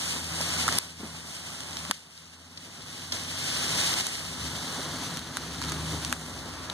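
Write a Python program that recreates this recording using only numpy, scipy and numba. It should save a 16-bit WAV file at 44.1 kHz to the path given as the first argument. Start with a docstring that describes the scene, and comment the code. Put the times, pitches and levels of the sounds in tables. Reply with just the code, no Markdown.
"""Leaves hiss and crackle under a dragged log, twigs snap and the log knocks on roots; an engine lugs and surges.
A pickup truck drags the chained log over dry leaves in a wood, past a small camera.
Engine: shaft orders and gas noise through pipe modes. Leaves and soil: noise beds with clicks.
Snaps: ringing noise bursts. Knocks: decaying sines with a soil thud.
The camera steps its gain down after loud peaks and widens its stereo picture."""
import sys
import numpy as np
from scipy import signal
from scipy.fft import rfft, irfft, next_fast_len
from scipy.io import wavfile
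from scipy.ndimage import uniform_filter1d
from numba import njit

SR = 44100
rng = np.random.default_rng(int(sys.argv[2]) if len(sys.argv) > 2 else 0)


def transcribe(signal):
    """Save signal, clipped to [-1, 1], as a 16-bit WAV file at the path in sys.argv[1]."""
    frames = np.atleast_2d(signal).T
    limited = np.clip(frames, -1, 1)
    pcm = np.round(limited * 32767).astype(np.int16)
    wavfile.write(sys.argv[1], SR, pcm)


N = 296793  # samples


def gain_of(db):
    """Amplitude factor of a level in dB."""
    return 10 ** (np.asarray(db) / 20)


def evened(x):
    """Scale to rms 1."""
    return x / np.sqrt(np.mean(x ** 2) + 1e-20)


def read(points, hz):
    """Interpolate (frequency, value) rows over log frequency."""
    point_hz, value = np.transpose(points)
    return np.interp(np.log(hz + 1), np.log(point_hz + 1), value)


def curve(rows, column):
    """One column of a table of times, interpolated to every sample."""
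    rows = np.array(rows)
    return np.interp(np.arange(N) / SR, rows[:, 0], rows[:, column])


def add(mix, start_s, sound):
    """Mix a sound in at its start time, cut at the end of the mix."""
    part = mix[round(start_s * SR):][:len(sound)]
    part += sound[:len(part)]


def resonate(x, hz, width_hz):
    """One-pole resonance: shift hz down to 0, low-pass, shift back up."""
    turn = np.exp(2j * np.pi * hz * np.arange(len(x)) / SR)
    r = np.exp(-np.pi * width_hz / SR)
    return 2 * (turn * signal.lfilter([1 - r], [1, -r], x / turn)).real


def resonate_twice(x, hz, width_hz):
    """Two equal resonances in series, for steeper skirts."""
    return resonate(resonate(x, hz, width_hz), hz, width_hz)


def wander(hz):
    """Slow random signal of rms 1, with changes up to about hz."""
    return evened(signal.lfilter(*signal.butter(2, hz, fs=SR), rng.standard_normal(N)))


def engine():
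    """Uneven cylinders repeat one pattern a turn: shaft orders swell at pipe modes, rough gas makes these hum."""
    # crankshaft speed: (time [s], speed [turns/s])
    shaft = [(0, 16.3), (.3, 16.4), (.7, 16.9), (.94, 16.5), (1.33, 16.4), (1.85, 16.3), (2.15, 15.9),
             (2.51, 17.6), (2.85, 19.8), (3.13, 17.2), (3.35, 17.8), (3.71, 22.7), (4.03, 19.6),
             (4.31, 24.1), (4.46, 25.6), (4.7, 23.9), (5.09, 18.7), (5.3, 22.4), (5.6, 25.2), (5.88, 26.6),
             (6.02, 26), (6.22, 22.7), (6.56, 21.5), (6.73, 21.5)]
    # engine effort: (time [s], level [dB])
    effort = [(0, -48), (.32, -38.5), (.48, -42), (.64, -37.5), (.8, -42), (1.1, -35.5), (1.28, -43.5),
              (1.6, -44.5), (1.76, -41), (2.08, -45), (2.56, -38), (2.85, -34), (3.3, -35.5), (3.55, -33.5),
              (3.84, -35.5), (4.12, -40.5), (4.45, -30), (4.7, -39.5), (4.95, -35), (5.25, -36),
              (5.44, -33.5), (5.7, -29.5), (6.0, -32), (6.2, -34.5), (6.45, -36.5), (6.73, -42)]
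    # exhaust pipe modes: (frequency [Hz], width [Hz], level [dB])
    pipe = [(83, 14, -4), (67, 36, -10), (125, 70, -14), (162, 16, 0), (205, 60, -16), (252, 36, -6),
            (325, 40, -15), (410, 40, -20)]
    # orders that stand out, {multiple of shaft speed: (lugging level [dB], revving level [dB])}
    firing = {3: (2, 8), 4: (-5, 5), 5: (11, 4), 6: (0, 2), 7: (0, 3), 10: (6, 0), 12: (0, 4), 15: (6, 0)}
    # lugging gives way to revving: (from [turns/s], to [turns/s])
    revving = (19.5, 21.5)
    # base unsteadiness of each order, every order wavering on its own: (lugging [dB], revving [dB])
    waver_db = (0, 2)
    flywheel_s = .06  # speed changes are rounded over this time

    smooth_speed = uniform_filter1d(curve(shaft, 1), round(flywheel_s * SR))
    speed = smooth_speed * (1 + .004 * wander(9))
    turns = np.cumsum(speed) / SR

    orders = np.zeros(N)
    for k in range(2, 20):
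        power = sum(gain_of(2 * db) / (1 + (2 * (k * speed - hz) / width) ** 2) ** 2
                    for hz, width, db in pipe)
        order_db = np.interp(speed, revving, firing.get(k, (0, 0)))
        unsteady_db = np.interp(speed, revving, waver_db) + k / 7  # high orders waver more
        size = np.sqrt(power) * gain_of(order_db + unsteady_db * wander(7))
        orders += size * np.cos(2 * np.pi * (k * turns + rng.random()))

    puff_size = 0.5 + np.exp(-(turns % 1) / 0.63)
    puffs = puff_size * rng.standard_normal((len(pipe), N))
    hum = sum(gain_of(db) * resonate_twice(gas, hz, 1.6 * width)
              for gas, (hz, width, db) in zip(puffs, pipe))

    near = gain_of(curve(effort, 1)) * evened(evened(orders) + .3 * evened(hum))
    # trunks scatter the sound: each port gets its own late copy
    left = near + .07 * np.roll(near, 900)
    right = .97 * near + .07 * np.roll(near, 1400)
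    return np.array([left, right])


def bumps():
    """Log on roots: a soft blow rings the wet wood, with a weaker, shorter overtone and a thud of soil."""
    # knocks: (time [s], level [dB], pitch [Hz], t60 [s])
    knocks = [(.405, -18.5, 600, 0.018), (0.682, -25, 980, 0.028), (0.998, -11, 205, 0.059),
              (1.025, -13, 219, 0.11), (1.892, -15, 193, 0.091), (1.9112, -18, 485, 0.024),
              (4.634, -30, 260, 0.18), (4.78, -25.5, 261.5, 0.11), (4.935, -28, 268, 0.091),
              (5.116, -25.5, 159, 0.091), (5.92, -25.5, 294, 0.16), (6.455, -26.5, 258, 0.1),
              (6.1264, -19, 644, 0.011)]
    out, t = np.zeros(N), np.arange(SR // 3) / SR
    for (start_s, db, hz, t60_s), soil in zip(knocks, rng.standard_normal((len(knocks), len(t)))):
        fall = gain_of(-60 * t / t60_s)
        attack = 1 - np.exp(-t * hz / 2.1)
        wood = np.sin(2 * np.pi * hz * t) + .4 * fall * np.sin(2 * np.pi * 1.6 * hz * t)
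        thud = .45 * evened(resonate_twice(soil, 1.4 * hz, 1.3 * hz))
        add(out, start_s, gain_of(db) * fall * attack * (wood + thud))
    return out


def snaps():
    """Twigs and bark: a sharp crack with a splintering tail, later at the left while the log lies to the right."""
    # snaps: (time [s], peak [dB], centre [Hz], wide crack over the ring [dB], t60 [s])
    twigs = [(0.412, -16, 6500, -13, 0.0023), (0.6797, -10, 1250, -0.5, 0.0027),
             (0.688, -15.5, 1700, -7, 0.0027), (0.725, -14, 4500, -10, 0.0041),
             (.7854, -5.5, 8800, -5, .0026), (1.605, -16, 5000, 1, 0.0036), (1.7692, -14, 4160, -2, 0.0037),
             (1.851, -21, 3440, -10, 0.0027), (1.9111, -2.3, 4000, 3, .0023), (1.914, -14, 1510, -8, 0.014),
             (2.177, -19, 3770, -1, 0.0023), (2.335, -30, 1490, -12, 0.0044),
             (2.573, -17, 4030, -28, 0.019), (3.1205, -10, 4270, -27, 0.024),
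             (3.169, -18, 2520, -15, 0.003), (3.931, -17, 2995, -6, .003), (3.939, -11, 4000, -14, 0.0026),
             (4.009, -13, 4340, -26, 0.004), (4.067, -15, 7000, -20, 0.008),
             (4.153, -22, 4000, -10, 0.0035), (5.1712, -21, 4030, 10, 0.0036),
             (5.192, -25, 3600, 3, 0.0046), (5.37, -14.5, 1560, 12, 0.0033), (5.617, -20, 1290, 0, 0.0028),
             (5.624, -20.5, 4440, -2, .003), (5.6377, -23, 3770, -18, 0.0065),
             (5.648, -24, 4000, -11, .003), (5.666, -30, 4000, 0, .003), (5.69, -26, 4000, -6, 0.0056),
             (5.6972, -21, 6870, 5, 0.0022), (5.7202, -16, 1520, 0.5, 0.0037),
             (6.048, -17, 3550, -6, 0.0064), (6.096, -31, 5000, 4, .004), (6.1264, -9.5, 2000, -2, .003),
             (6.136, -33, 5960, -9, 0.0039), (6.698, -21, 3430, -16, 0.01)]
    # lag of the left port: (time [s], delay [s])
    left_lag = [(0, .0001), (2, .00008), (4, .00008), (5, 0)]
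    out, t = np.zeros((2, N)), np.arange(900) / SR
    noise = rng.standard_normal((len(twigs), 2, 900))
    wide = signal.butter(2, [950, 9000], "band", fs=SR, output="sos")
    air = signal.butter(4, 13000, fs=SR, output="sos")  # the very top is lost on the way
    for (start_s, db, hz, wide_db, t60_s), (common, own) in zip(twigs, noise):
        late_s = (np.interp(start_s, *np.transpose(left_lag)), 0)
        attack = 1 - np.exp(-t / (0.34 * t60_s))
        tail = 0.023 * gain_of(-60 * t / 0.036)
        shape = attack * (gain_of(-60 * t / t60_s) + tail)
        for port in range(2):
            burst = (common + 0.48 * own * (-1) ** port) * shape
            ring = resonate_twice(burst, hz, 0.73 * hz)
            crack = evened(ring) + gain_of(wide_db) * evened(signal.sosfilt(wide, burst))
            crack = signal.sosfilt(air, crack)
            add(out[port], start_s + late_s[port], gain_of(db) * crack / abs(crack).max())
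    return out


def from_around(sources, colour):
    """Two unrelated sources are coloured and shared between the ports, less alike at high frequency."""
    # two microphone ports, sound from all around: (frequency [Hz], likeness [0-1])
    ports = [(100, 1), (500, 0.82), (1000, 0.78), (2000, 0.12), (16000, 0.016)]
    size = next_fast_len(N)
    hz = np.fft.rfftfreq(size, 1 / SR)
    one, two = rfft(sources, size) * gain_of(read(colour, hz))
    same = np.clip(read(ports, hz), 0, 1)
    mid = np.sqrt(1 + same) * (one + two)
    side = np.sqrt(1 - same) * (one - two)
    return evened(irfft(np.array([mid + side, mid - side]), size)[:, :N])


def crackle(per_s, spread_db, share, flutter_db):
    """Many leaves crush at once (noise), some singly (clicks of very unequal size); the level flutters."""
    click_db = spread_db * np.minimum(rng.exponential(1, (2, N)), 3)
    clicks = gain_of(click_db) * (rng.random((2, N)) < per_s / SR)
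    bursts = signal.lfilter([1], [1, -.95], clicks) * rng.standard_normal((2, N))
    share = np.clip(share, 0, 1)  # power share of the clicks
    bed = np.sqrt(1 - share) * rng.standard_normal((2, N)) + np.sqrt(share) * evened(bursts)
    return bed * gain_of(flutter_db * wander(11.4))


def flurry_db(column):
    """Heaps of leaves swept up at once: each flurry swells fast and fades away."""
    # flurries: (time [s], swell before rise and fade [dB], extra swell of the scrape, likewise [dB])
    flurries = [(1.0, -0.5, 11.5), (1.915, 11.5, -11), (3.12, 10.5, 0), (5.62, 3.5, 2.5)]
    rise_s, fade_s = 0.025, 0.066
    total_db = np.zeros(N)
    for row in flurries:
        since_s = np.maximum(np.arange(N) / SR - row[0], 0)
        total_db += row[column] * np.minimum(since_s / rise_s, 1) * np.exp(-since_s / fade_s)
    return total_db


def log_on_leaves():
    """Rustle and fizz share one crackle; the scrape on the soil is smoother and lower."""
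    # sliding log: (time [s], leaf rustle level [dB])
    drag = [(0, -37), (.13, -36), (.26, -40), (.39, -35), (.83, -32), (.97, -41.5), (1.04, -37),
            (1.82, -38), (2.08, -40.5), (2.47, -41.5), (2.73, -37), (3.2, -35), (3.51, -29), (3.77, -26.5),
            (4.03, -29.5), (4.29, -36.5), (4.81, -36), (5.16, -39), (5.33, -37.5), (5.6, -40),
            (5.85, -39.5), (6.15, -42), (6.5, -45), (6.73, -44)]
    # balance: (time [s], dry fizz over the rustle [dB], soil scrape over the rustle [dB])
    balance = [(0, -2.5, -4.5), (.65, -5, -4), (1.3, -4, -2), (2.4, -6.5, -3), (3.6, -6.5, -6),
               (4.05, -5, -6), (4.6, -6.5, -2), (5.5, -8, -1.5), (6.2, -3, 0.5), (6.6, -8, 3)]
    # stereo spread: (time [s], level of the side signal [dB])
    spread = [(0, 1.5), (1.5, 1), (3.0, 0), (4.2, 0.5), (5.0, -4), (5.8, -2), (6.73, -0.5)]
    # leaf rustle spectrum: (frequency [Hz], relative density [dB per Hz])
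    rustle_colour = [(700, -28), (1500, -7), (2600, 1.5), (4500, 0.5), (6000, -1), (7500, -20),
                     (10000, -17.5), (12000, -29)]
    # dry fizz spectrum: (frequency [Hz], relative density [dB per Hz])
    fizz_colour = [(5000, -25), (7000, -2), (8500, 0), (10500, -8), (13000, -17), (15000, -23),
                   (15500, -55)]
    # soil scrape spectrum: (frequency [Hz], relative density [dB per Hz])
    scrape_colour = [(45, -46), (100, 8.5), (250, 3.5), (400, -1.5), (800, -4.5), (1500, -6), (2300, -10.5),
                     (4000, -55), (6000, -63)]

    leaves = crackle(per_s=330, spread_db=5.0, share=0.14, flutter_db=1.18)
    soil = crackle(per_s=200, spread_db=2.5, share=0.16, flutter_db=0.5)
    rustle = from_around(leaves, rustle_colour)
    fizz = gain_of(curve(balance, 1)) * from_around(leaves, fizz_colour)
    scrape = gain_of(curve(balance, 2) + flurry_db(2)) * from_around(soil, scrape_colour)
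    slide = rustle + fizz + scrape
    mid = slide.mean(0)
    slide = mid + gain_of(curve(spread, 1)) * (slide - mid)
    return gain_of(curve(drag, 1) + flurry_db(1)) * slide


def dips_db():
    """The steady sounds drop suddenly and climb back at a steady rate in dB."""
    # dips: (time [s], depth before the return [dB])
    dips = [(4.007, 6.5), (5.181, 4.5), (6.13, 3)]
    fall_s, return_db_per_s = 0.019, 8
    t = np.arange(N) / SR
    return -sum(np.clip((t - start_s) / fall_s, 0, 1) * np.maximum(db - return_db_per_s * (t - start_s), 0)
                for start_s, db in dips)


def scene():
    """Engine and sliding log dip together; snaps and bumps do not."""
    steady = engine() + log_on_leaves()
    return gain_of(dips_db()) * steady + snaps() + bumps()


def hollowed(x):
    """One band is taken out of what both sides share, by a varying amount."""
    # hollow centre of the stereo picture: (time [s], depth [dB])
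    hollow = [(0, 40), (.42, 35), (.5, 28), (.74, 30), (.77, 0), (.8, 35), (1.66, 40), (1.74, 10), (1.9, 4),
              (1.95, 32), (3.08, 32), (3.115, 4), (3.14, 35), (4.45, 40), (4.8, 12), (5.0, 2), (5.85, 2),
              (5.95, 14), (6.02, 0), (6.14, 0), (6.18, 16), (6.47, 12), (6.55, 0), (6.73, 0)]
    centre_hz, width_hz = 2527, 587
    size = next_fast_len(N)
    hz = np.fft.rfftfreq(size, 1 / SR)
    window = np.exp(-(2 * (hz - centre_hz) / width_hz) ** 12)
    band = irfft(rfft(x.mean(0), size) * window, size)[:N]
    return x - (1 - gain_of(-np.maximum(curve(hollow, 1), 0))) * band


@njit
def stepped_gain_db(peak_db, ceiling_db, step_db, creep_db, wait):
    """A peak over the ceiling lowers the gain one step, at most once per wait; it creeps back per sample."""
    down_db, last, out = 0., -wait, np.zeros(len(peak_db))
    for i in range(len(peak_db)):
        if peak_db[i] - down_db > ceiling_db and i - last > wait:
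            down_db, last = down_db + step_db, i
        down_db = max(down_db - creep_db, 0.)
        out[i] = -down_db
    return out


def record(dry):
    """Bass cut, gain control, each side less a late copy of the other (wider stereo), hollow, band limit."""
    # share of each side taken out of the other: (frequency [Hz], share [0-1])
    cross = [(60, 0.47), (300, 0.43), (1300, 0.76), (2600, 0.54), (5000, 0.64), (10000, 0.34),
             (13000, 0.71)]
    ceiling_db, step_db, creep_db_per_s = -7, 12, 7
    cross_delay_samples, most_cross, edge_hz = 17, .97, 16400

    bass_cut = signal.butter(5, 63, "high", fs=SR, output="sos")
    x = signal.sosfilt(bass_cut, dry * gain_of([[.3], [-.3]]))

    peak_db = 20 * np.log10(abs(x).max(0) + 1e-9)
    gain_db = stepped_gain_db(peak_db, ceiling_db, step_db, creep_db_per_s / SR, SR // 50)
    late_db = np.pad(gain_db, (130, 0))[:N]  # the step comes about 3 ms after the peak
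    x = x * gain_of(uniform_filter1d(late_db, size=120))

    size = next_fast_len(N + 100)
    hz = np.fft.rfftfreq(size, 1 / SR)
    share = np.clip(read(cross, hz), 0, most_cross)
    late = share * np.exp(-2j * np.pi * hz * cross_delay_samples / SR)
    other_side = irfft(rfft(x[::-1], size) * late, size)[:, :N]
    x = hollowed(x - other_side)

    band_limit = signal.firwin(511, edge_hz, window=("kaiser", 9), fs=SR)
    return signal.oaconvolve(x, band_limit[None], "same")


dry = scene()
out = record(dry)
transcribe(out)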